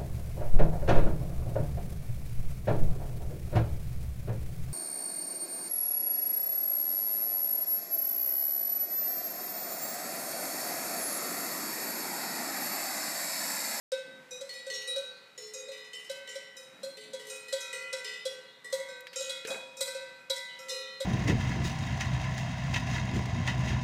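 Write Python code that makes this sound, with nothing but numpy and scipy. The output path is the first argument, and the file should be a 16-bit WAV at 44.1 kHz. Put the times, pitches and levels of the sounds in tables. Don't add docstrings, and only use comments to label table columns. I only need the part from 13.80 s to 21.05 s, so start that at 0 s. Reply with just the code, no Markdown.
import sys
import numpy as np
from scipy import signal
from scipy.fft import rfft, irfft
from scipy.io import wavfile
from scipy.ndimage import uniform_filter1d, map_coordinates

SR = 44100
rng = np.random.default_rng(int(sys.argv[2]) if len(sys.argv) > 2 else 0)


def generate_wav(signal):
    frames = np.transpose(np.atleast_2d(signal))
    scaled = np.clip(frames, -1, 1) * 32767
    pcm = np.round(scaled).astype(np.int16)
    wavfile.write(sys.argv[1], SR, pcm)


N = 319725

# frequency_hz, level_db (table levels are relative throughout)
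VILLAGE_COLOUR = [(25, 17), (70, 2.5), (100, -0.5), (140, 4.5), (200, 2.5), (320, -1), (600, 0), (1000, -1),
                  (2000, 1), (4000, -10), (7000, -14), (15000, -24.5)]
# start_s, strength_db, strike_place (-1..1), body_boost_db, low_wall_boost_db,
# jangle_boost_db, hardness_db_per_octave, sing_hz, sing_boost_db, second_sing_hz, second_sing_boost_db
NEAR_BLOWS = [(0.119, -41.5, 0.44, 9, 13.5, 17, -4, 3784.0, 17, 1993.0, 2),
              (0.609, -42, -0.42, 5, 4.5, 9.5, -1, 7410.0, 11, 4040.0, 16),
              (0.865, -45.5, 0.33, 3.5, 5.5, 8, 1.5, 3784.0, 14, 1993.0, -1),
              (1.16, -38.5, 0.66, 0, -1, 8.5, 0.5, 3878.0, 18, 4142.0, 5),
              (1.882, -48.5, -0.22, 9.5, 9, 1, 4, 4142.0, 17.5, 3878.0, 14),
              (2.296, -43, 1, 0, 4.5, 11.5, 2.5, 2158.0, 17.5, 3878.0, 32.5),
              (2.554, -43, 1, -4.5, -4.5, 9, 0, 1538.0, 4.5, 3945.0, 23.5),
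              (3.031, -37, 0.31, -1.5, -1.5, 3.5, 3, 4142.0, 13.5, 4765.0, 3),
              (3.333, -32.5, -0.15, -3, -2.5, -2, 1, 4142.0, 4, 964.0, 8.5),
              (3.726, -25, -0.15, -4.5, -3.5, 0.5, 1.5, 964.0, 4, 4660.0, 0),
              (4.128, -31, -0.077, -5, 7.5, 7, -1, 5510.0, 16.5, 8016.0, 16),
              (4.453, -31.5, 0.62, -5, -6.5, 3.5, 2, 4660.0, 9, 3353.0, 2.5),
              (4.926, -27, -0.16, -0.5, -2.5, 2, 2.5, 4142.0, 8.5, 964.0, 7.5),
              (4.996, -45, -0.54, 3, 10, -2, -2, 3390, 12.5, 8016.0, 21),
              (5.083, -52, 0.15, 2.5, 4.5, 0, -2, 1538.0, 18.5, 7410.0, 20),
              (5.405, -40, 0.086, 1.5, 1, 6, 5.5, 3380, 6, 7023.0, 15),
              (5.494, -24, -0.51, -16, -4, -3.5, 1, 3340, 4, 3784.0, -2),
              (5.703, -28.5, -0.68, -3, -10.5, 0.5, -1, 964.0, 17.5, 3353.0, 9.5),
              (6.007, -23.5, -0.64, -4, 0.5, 2, 4.5, 7757.0, 18.5, 4040.0, 12),
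              (6.075, -42, -0.26, 2, 8, 16, -5, 1538.0, 13.5, 1993.0, 16),
              (6.147, -35, 0.11, -2, 5.5, 2.5, -2, 1993.0, -1, 4142.0, 1),
              (6.4985, -19.5, -0.48, -9.5, -4.5, -2.5, 1, 3970, 10, 964.0, 9),
              (6.562, -38.5, -0.15, -15, 0.5, 8, 2, 1993.0, 20, 964.0, 14),
              (7.203, -28, -0.17, -4, -1, -4, 3.5, 7410.0, 11, 3784.0, 9)]
BRIGHT_BLOWS = [(0.508, -55.5, 1, 2.5, 2.5, 0.5, -1, 5900.0, 12.3, 7110.0, 9.2),
                (0.739, -51.5, 0.43, 3, -4.5, 0, -21, 2482, 11.6, 8578.0, 16),
                (0.936, -44.5, 0.001, 0, -5, -12, 0, 6560, 18, 5574.0, 22),
                (1.074, -48.5, 0.26, 5, 3, -5.5, 1.5, 9082.0, 18, 3852.0, 14.5),
                (1.736, -41, 0.025, -3, -5, -6, -7, 6608.0, 14.3, 7415.0, 12),
                (2.49, -49.5, -0.48, -6, -6, -4.5, -2.5, 7470, 14, 7110.0, 13),
                (2.767, -53.5, 0.19, 1.5, 2.5, 2, -3.5, 5060, 14, 3852.0, 10.3),
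                (3.497, -40.5, -0.07, -2.5, -2, -7.5, -5, 8578.0, 22.5, 2506.0, 5.3),
                (3.805, -42, 0.026, -13, 3, -5.5, -2.5, 3852.0, 2.4, 6608.0, 13.3),
                (3.928, -56, 0.087, 9.5, 3, 8, -4, 2550, 8.9, 1388.0, 18),
                (5.085, -55, 0.38, 5.5, 1, -9, 0, 3778.0, 7.6, 5250.0, 8.2),
                (5.358, -34, -0.34, -0.5, -1.5, -18, -3, 7415.0, 11.6, 6608.0, 8.2),
                (5.671, -43.5, -0.21, 1, 1, -3, -0.5, 3778.0, 3.9, 2506.0, 7.5),
                (5.969, -45.5, -0.13, 1.5, 1, -5.5, -2.5, 5500, 6, 7415.0, 8.1),
                (6.385, -68.5, -0.066, 3, 18, -17, -5, 2506.0, 2, 1388.0, 3),
                (6.788, -51, -0.58, 5, 6.5, -9, 2, 1345.0, 13.7, 5108.0, 14),
                (6.892, -42, 0.011, 2.5, 0.5, 0, -5.5, 5108.0, 13.5, 7452.0, 5)]
DEEP_BLOWS = [(0.692, -50, 0.076, -2.5, 3, 5, -4, 4338.0, 20, 5102.0, 9.8),
              (0.9, -38.5, 0.18, -4, -1, -2.5, -3.5, 6340, 11.7, 4338.0, 14.5),
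              (1.577, -51, 0.064, 7.5, 1.5, 1.5, -0.5, 5400.0, 18, 6790.0, 28),
              (1.622, -68, 0.17, 0, -5, -2, 0, 430.0, 28.6, 4128.0, 24),
              (1.917, -49, 0.25, 2, 1, 2.5, -5, 4980, 8.3, 3615.0, 6.7),
              (2.132, -50.5, -0.54, 1, 0, 4.5, -2.5, 3044.0, 6.6, 5400.0, 16),
              (2.474, -49, -0.35, -0.5, -2, 3, -10, 5570.0, 28, 1945.0, 8.2),
              (3.17, -57, -0.18, -6, 4, 10.5, -4.5, 430.0, 22.2, 3615.0, 11),
              (3.396, -52, -0.29, 6, 4.5, 0, 0, 1945.0, 3, 6790.0, 9.5),
              (3.468, -51, 0.23, 1, -24, 3.5, 2, 430.0, 9, 6292.0, 8.0),
              (3.682, -48.5, 0.5, -3, -1.5, -2, 0, 3044.0, 13, 2968.0, 7.7),
              (3.928, -43.0, -0.1, 1, 3.5, -6, 0, 8350, 22, 8000.0, 14),
              (4.245, -38.5, -0.0089, -7, -3.5, 0.5, -8, 5060, 11, 430.0, 5.7),
              (4.844, -51, 0.48, -1, 7, -4, 1.5, 8000.0, 15, 4128.0, 3),
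              (5.358, -46, -0.045, -8, -4.5, 4, -2.5, 6663.0, 34, 7507.0, 28),
              (6.884, -50, -0.052, -3, 4, 4, -2, 6292.0, 18, 4128.0, 8.1),
              (6.895, -39.5, 0.86, -12, -12, -12.5, -1, 2855.0, 16, 3615.0, 3),
              (7.072, -63.5, -0.46, -7, 11, -2, 1, 2960, 7.1, 3044.0, 4.5)]
# pitch_hz, level_db, t60_s, swing_db (gained as the strike place moves from 0 to 1)
NEAR_MODES = [(536.0, 12.0, 0.115, 8.0), (964.0, -30, 1.75, 3.5), (1448.0, -25.5, 0.34, -0.5),
              (1538.0, -20.5, 1.05, 13.0), (1993.0, -21.5, 0.95, -2.5), (2158.0, -28.0, 1.4, -1.5),
              (2587.0, -27.0, 0.6, 11.0), (3305.0, -27.0, 0.5, 6.0), (3353.0, -13.5, 0.2, 4.5),
              (3784.0, -18.0, 0.33, 8.0), (3878.0, -16.0, 0.15, -14.0), (3945.0, -17.5, 0.12, -2.0),
              (4040.0, -18.0, 0.22, 8.0), (4142.0, -16.5, 0.18, 6.0), (4660.0, -26.0, 0.17, -3.0),
              (4765.0, -26.0, 0.27, -2.0), (4925.0, -24.5, 0.2, 13.0), (5510.0, -20.5, 0.14, 17.0),
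              (5713.0, -22.0, 0.17, 13.0), (7023.0, -27.0, 0.24, 9.0), (7410.0, -23.5, 0.17, 5.0),
              (7757.0, -21.5, 0.12, 4.0), (8016.0, -25.5, 0.14, 1.5), (8354.0, -22.0, 0.14, 4.0),
              (9044.0, -26.5, 0.14, -2.5)]
BRIGHT_MODES = [(503.0, -5.5, 0.8, 16.5), (528.0, 0.0, 0.8, -1.0), (1345.0, -21.5, 2.0, 5.0),
                (1388.0, -17.5, 2.0, -2.0), (2470.0, -12.0, 1.5, 13.0), (2506.0, -10.5, 1.6, 4.5),
                (3778.0, -8.5, 0.65, 14.0), (3852.0, -6.0, 0.6, 15.0), (4891.0, -17.5, 0.46, -8.0),
                (5108.0, -10.5, 0.26, 11.0), (5250.0, -11.5, 0.45, 12.5), (5574.0, -14.0, 0.35, -20),
                (5626.0, -24.0, 0.31, -9.0), (5790.0, -13.0, 0.26, 4.0), (5900.0, -10.5, 0.27, 11.5),
                (6608.0, -14, 0.3, -10), (7110.0, -14.5, 0.3, -1.0), (7329.0, -21.0, 0.27, -23.0),
                (7415.0, -12.5, 0.29, 13.0), (7452.0, -9.5, 0.24, 13.5), (7545.0, -16.0, 0.25, -17.0),
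                (8578.0, -29.5, 0.3, 4.0), (8930.0, -19.5, 0.3, 0.5), (9082.0, -12.5, 0.18, 9.0),
                (9154.0, -17.5, 0.24, 0.0)]
DEEP_MODES = [(430.0, -8, 1.35, 4.5), (495.0, -1.5, 0.25, 1.0), (1140.0, -21.5, 2.2, 1.0),
              (1945.0, -2.5, 1.5, 12.0), (2008.0, -6.0, 1.5, -10.0), (2855.0, -13.5, 0.85, -16.0),
              (2968.0, -10.5, 0.8, -7.0), (3044.0, -8.5, 0.55, -25.0), (3615.0, -10, 0.5, 7.0),
              (4128.0, -12.0, 0.65, 15.0), (4338.0, -13.5, 0.55, -19.0), (5048.0, -18.5, 0.55, 7.0),
              (5102.0, -12.5, 0.28, 9.5), (5400.0, -13.0, 0.42, 7.5), (5570.0, -30.0, 0.5, 21.5),
              (5865.0, -19.0, 0.5, 7.0), (6140.0, -16.5, 0.25, 8.5), (6292.0, -14.5, 0.35, -2.0),
              (6663.0, -27.0, 0.28, 4.0), (6790.0, -22.5, 0.25, -10.5), (7249.0, -16.5, 0.27, -6.5),
              (7390.0, -9.0, 0.25, -6.5), (7507.0, -22.0, 0.27, -3.5), (7620.0, -19.5, 0.3, -21.0),
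              (8000.0, -17.0, 0.15, 0.0), (8179.0, -24.5, 0.26, 3.5), (9938.0, -30.5, 0.23, 22.5)]
# frequency_hz, level_db
NEAR_SHIMMER = [(1200, -12), (2500, -39.5), (4000, -23.5), (6000, -26.5), (8500, -26.5), (11000, -37),
                (15000, -46)]
BRIGHT_SHIMMER = [(1200, -1), (2500, -45), (4000, -25), (6000, -5.5), (8500, -10.5), (11000, -17),
                  (15000, -24.5)]
DEEP_SHIMMER = [(1200, -29), (2500, -20.5), (4000, -18), (6000, -18.5), (8500, -14.5), (11000, -23),
                (15000, -29)]
# start_s, change_db
NEAR_RING_STEPS = [(0.3, 0), (5.2, -13), (5.797, -9)]
BRIGHT_RING_STEPS = [(2.975, -3), (5.82, -7), (5.925, -17)]
DEEP_RING_STEPS = [(1.1, -1.5), (3.8, 2), (4.5, 2.5)]
# delay_s, level_db
ECHOES = [(.012, -48), (.058, -18), (0.071, -20.5)]
# band_hz, t60_s, level_db
REVERB_BANDS = [(241, 1.4, -8.5), (940, 0.43, -8.5), (2000, 0.7, -7.5), (3320, 1, -3.5), (5700, 0.72, -9),
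                (14000, 0.42, -5)]
# start_s, level_db, rise_s, t60_s, tilt_db_per_octave, grain_db
SCUFFS = [(0.25, -57.5, 0.029, 0.73, -23, 2), (2.9, -59.5, 0.093, 1, -18.5, 2),
          (3.23, -59, 0.044, 0.44, -19.5, 6), (5.675, -42, 0.03, 0.38, -7, 1)]
# frequency_hz, level_db
SCUFF_COLOUR = [(70, -38), (160, -7.5), (400, 0), (650, 16.5), (1000, 7), (1600, 16), (2500, 3),
                (5000, -13)]
# start_s, start_pitch_hz, end_pitch_hz, length_s, level_db
CHIRPS = [(1.298, 4670, 3470, 0.1, -47.5), (3.18, 4550, 3410, 0.11, -49.5),
          (4.661, 4230, 3310, 0.11, -49.5), (5.275, 5100, 4130, 0.044, -45.5),
          (6.683, 3080, 2910, 0.061, -44)]
# start_s, level_db, t60_s, thud_db, tilt_db_per_octave
KNOCKS = [(5.207, -39, 0.021, -31, 21), (5.269, -39, 0.04, -34, 6), (5.331, -46, 0.18, -14, 9.5),
          (5.65, -37, 0.094, 3.5, 7), (5.677, -41.5, 0.07, 0, -4), (5.743, -39.5, 0.06, 1, -5)]
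# frequency_hz, level_db
KNOCK_COLOUR = [(300, -14), (900, -25), (1300, 24.5), (2100, 25.5), (3500, 16), (6000, 0.5), (14000, -23)]


def undb(db):
    return 10 ** (np.asarray(db) / 20)


def seconds(length):
    return np.arange(int(length * SR)) / SR


def fade(t, t60):
    return np.exp(-np.log(1000) * t / t60)


def add(track, start_s, sound):
    start = max(int(start_s * SR), 0)
    track[start:start + len(sound)] += sound[:max(N - start, 0)]


def along(hz, points):
    points = np.asarray(points, float)
    return np.interp(np.log(np.maximum(hz, 1)), np.log(points[:, 0]), points[:, 1])


def noise(size, colour, tilt_db=0):
    hz = np.maximum(np.fft.rfftfreq(size, 1 / SR), 1)
    gain = undb(along(hz, colour) + tilt_db * np.log2(np.maximum(hz / 250, 1)))
    x = irfft(rfft(rng.standard_normal(size)) * gain, size)
    return x / x.std()


def high_pass(x, hz, order):
    return signal.sosfilt(signal.butter(order, hz, "high", fs=SR, output="sos"), x)


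def drift(t, rate):
    knots = rng.standard_normal(int(N / SR * rate) + 3)
    return map_coordinates(knots, [t * rate], order=2, mode="nearest")


def village(level_db=-59, waver_db=1.3):
    return undb(level_db + waver_db * drift(np.arange(N) / SR, rate=5)) * noise(N, VILLAGE_COLOUR)


def swell(age, hz, swell_s):
    return np.minimum(age / (swell_s * np.sqrt(500 / hz)), 1)


def wall_modes(times, db, hz, t60, swell_s, steps, sway_per_s=9, sway_m=.012, sway_db=1.8, bend=.01):
    now = np.arange(N) / SR
    t = now[::48]
    age = np.maximum(t - times[:, None], 0)
    step_db = sum(change * (times < s)[:, None] * np.clip((t - s) / .015, 0, 1) for s, change in steps)
    heard = now + np.interp(now, t, drift(t, sway_per_s)) * sway_m / 343
    bent = heard + bend * np.cumsum(np.interp(now, t, drift(t, sway_per_s))) / SR
    out = np.zeros(N)
    for f, decay, levels in zip(hz, t60, db.T):
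        upper, cavity = f > 1200, f < 700 and decay < .5
        rings = undb(levels)[:, None] * fade(np.minimum(age, 2 * decay), decay) * swell(age, f, swell_s)
        waver = undb(drift(t, sway_per_s) * sway_db * upper)
        envelope = np.linalg.norm(rings * undb(step_db) if upper else rings, axis=0) * waver
        cycles = f * (bent if cavity else heard) + rng.random()
        out += np.interp(now, t, envelope) * np.sin(np.float32(2 * np.pi * (cycles % 1)))
    return out


def shimmer_modes(times, db, hz, t60, swell_s, length_s=0.42):
    t = seconds(length_s)
    tones = np.sin(2 * np.pi * hz[:, None] * t) * fade(t, t60[:, None])
    fade_out = np.minimum(10 * (1 - t / length_s), 1)
    tones = tones * swell(t, hz[:, None], swell_s) * fade_out
    strength = undb(db) * rng.choice([-1, 1], db.shape)
    out = np.zeros(N)
    for s, clank in zip(times, strength @ tones):
        add(out, s, clank)
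    return out


def cowbell(blows, ring_steps, modes, shimmer, shimmer_t60, shimmer_count,
            graze_db, rebound_db, rattle_s, tick_db, swell_s, shimmer_db=-2):
    blows = np.array(blows, float).T[:, :, None]
    start_s, db, place, body_db, low_wall_db, jangle_db, hardness = blows[:7]
    hz, mode_db, t60, swing_db = np.array(modes, float).T
    boost_db = np.select([hz < 700, hz < 2700], [body_db, low_wall_db])
    wall_db = db + mode_db + np.clip(place, -1, 1) * swing_db + boost_db
    for sing_hz, sing_db in (blows[7:9], blows[9:]):
        nearest_hz = hz[np.abs(hz - sing_hz).argmin(axis=1)]
        wall_db = wall_db + sing_db * (hz == nearest_hz[:, None])
    walls = wall_modes(start_s[:, 0], wall_db, hz, t60, swell_s, ring_steps)
    high_hz = np.linspace(2300, 15400, shimmer_count) + rng.uniform(-50, 50, size=shimmer_count)
    tilt_db = hardness * np.maximum(np.log2(high_hz / 3500), -1)
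    high_db = db + jangle_db + shimmer_db + along(high_hz, shimmer) + tilt_db
    gaps = rattle_s * rng.uniform(.4, 1.6, (len(start_s), 3)) * np.arange(1, 4)
    touch_s = start_s + np.c_[np.zeros(len(start_s)), np.cumsum(gaps, axis=1)]
    touch_db = np.vstack([high_db + step for step in (graze_db, 0, rebound_db, 2 * rebound_db)])
    touch_db += 6 * np.minimum(rng.standard_normal(touch_db.shape), 1.8)
    high_t60 = shimmer_t60 * (high_hz / 6000) ** -.4
    jangle = shimmer_modes(touch_s.T.ravel(), touch_db, high_hz, high_t60, swell_s)
    t, ticks = seconds(0.02), np.zeros(N)
    for s, contact_db in zip(start_s[:, 0], (db + jangle_db)[:, 0]):
        add(ticks, s, undb(contact_db + tick_db) * fade(t, t60=0.042) * noise(len(t), shimmer))
    ticks = high_pass(ticks, 2200, order=3)
    return high_pass(walls + jangle + ticks, 340, order=4)


def square_response(build_s=0.01):
    t = seconds(0.78)
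    hz, white = np.fft.rfftfreq(len(t), 1 / SR), rfft(rng.standard_normal(len(t)))
    band_hz = np.array(REVERB_BANDS)[:, 0]
    out = np.zeros(len(t))
    for share, (_, t60, db) in zip(np.eye(len(band_hz)), REVERB_BANDS):
        band = irfft(white * along(hz, np.c_[band_hz, share]), len(t))
        envelope = fade(t, t60) * np.minimum(t / build_s, 1)
        out += undb(db) * band * envelope / np.linalg.norm(envelope)
    for delay_s, db in ECHOES:
        out[int(delay_s * rng.uniform(.95, 1.05) * SR)] += undb(db)
    return out


def square_reverb(send):
    hop, out = SR // 3, np.zeros(N)
    window = np.sin(np.pi * np.arange(2 * hop) / (2 * hop))
    for start in range(-hop, N, hop):
        piece = send[max(start, 0):start + 2 * hop]
        piece = piece * window[max(-start, 0):][:len(piece)]
        add(out, max(start, 0) / SR, signal.fftconvolve(piece, square_response()))
    return out


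def hoof_scuffs():
    t, out = seconds(1), np.zeros(N)
    for s, db, rise_s, t60, tilt_db, grain_db in SCUFFS:
        grain = uniform_filter1d(rng.standard_normal(len(t)), size=160)
        grit = undb(grain_db * np.tanh(grain / grain.std()))
        envelope = np.minimum(t / rise_s, 1) * fade(np.maximum(t - rise_s, 0), t60)
        add(out, s, undb(db) * envelope * grit * noise(len(t), SCUFF_COLOUR, tilt_db))
    return out


def bird(warble_hz=70, warble_depth=0.042):
    out = np.zeros(N)
    for s, start_hz, end_hz, length_s, db in CHIRPS:
        t = seconds(length_s)
        glide_hz = start_hz * (end_hz / start_hz) ** (t / length_s)
        hz = glide_hz * (1 + warble_depth * np.sin(2 * np.pi * warble_hz * t))
        envelope = np.sin(np.pi * np.sqrt(t / length_s))
        add(out, s, undb(db) * envelope * np.sin(2 * np.pi * np.cumsum(hz) / SR))
    return out


def knocks(thud_hz=450, thud_t60=0.082):
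    t, out = seconds(0.095), np.zeros(N)
    for s, db, t60, thud_db, tilt_db in KNOCKS:
        thud = undb(thud_db) * np.sin(2 * np.pi * thud_hz * t) * fade(t, thud_t60)
        clack = noise(len(t), KNOCK_COLOUR, tilt_db) * fade(t, t60)
        add(out, s, undb(db) * (clack + thud))
    return out


def scene():
    near = cowbell(NEAR_BLOWS, NEAR_RING_STEPS, NEAR_MODES, NEAR_SHIMMER,
                   shimmer_t60=0.079, shimmer_count=68,
                   graze_db=1.5, rebound_db=-9, rattle_s=0.012, tick_db=-7, swell_s=0.013)
    deep = cowbell(DEEP_BLOWS, DEEP_RING_STEPS, DEEP_MODES, DEEP_SHIMMER,
                   shimmer_t60=0.15, shimmer_count=48,
                   graze_db=3, rebound_db=-0.5, rattle_s=0.017, tick_db=-6, swell_s=0.0042)
    bright = cowbell(BRIGHT_BLOWS, BRIGHT_RING_STEPS, BRIGHT_MODES, BRIGHT_SHIMMER,
                     shimmer_t60=0.16, shimmer_count=54,
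                     graze_db=2.5, rebound_db=-6.5, rattle_s=0.013, tick_db=6.5, swell_s=0.014)
    scuffs, chirps = hoof_scuffs(), bird()
    direct = near + deep + bright + scuffs + undb(-8.5) * chirps + knocks()
    send = undb(2.0) * near + undb(4.5) * (deep + bright) + undb(5.0) * scuffs + undb(1.0) * chirps
    return np.tile(direct + square_reverb(send) + village(), (2, 1))


def record(dry, open_s=.118, top_hz=15400):
    opened = high_pass(dry, 143, order=3) * (np.arange(N) / SR >= open_s)
    return signal.sosfilt(signal.ellip(10, .2, 80, top_hz, fs=SR, output="sos"), opened)


dry = scene()
out = record(dry)
generate_wav(out)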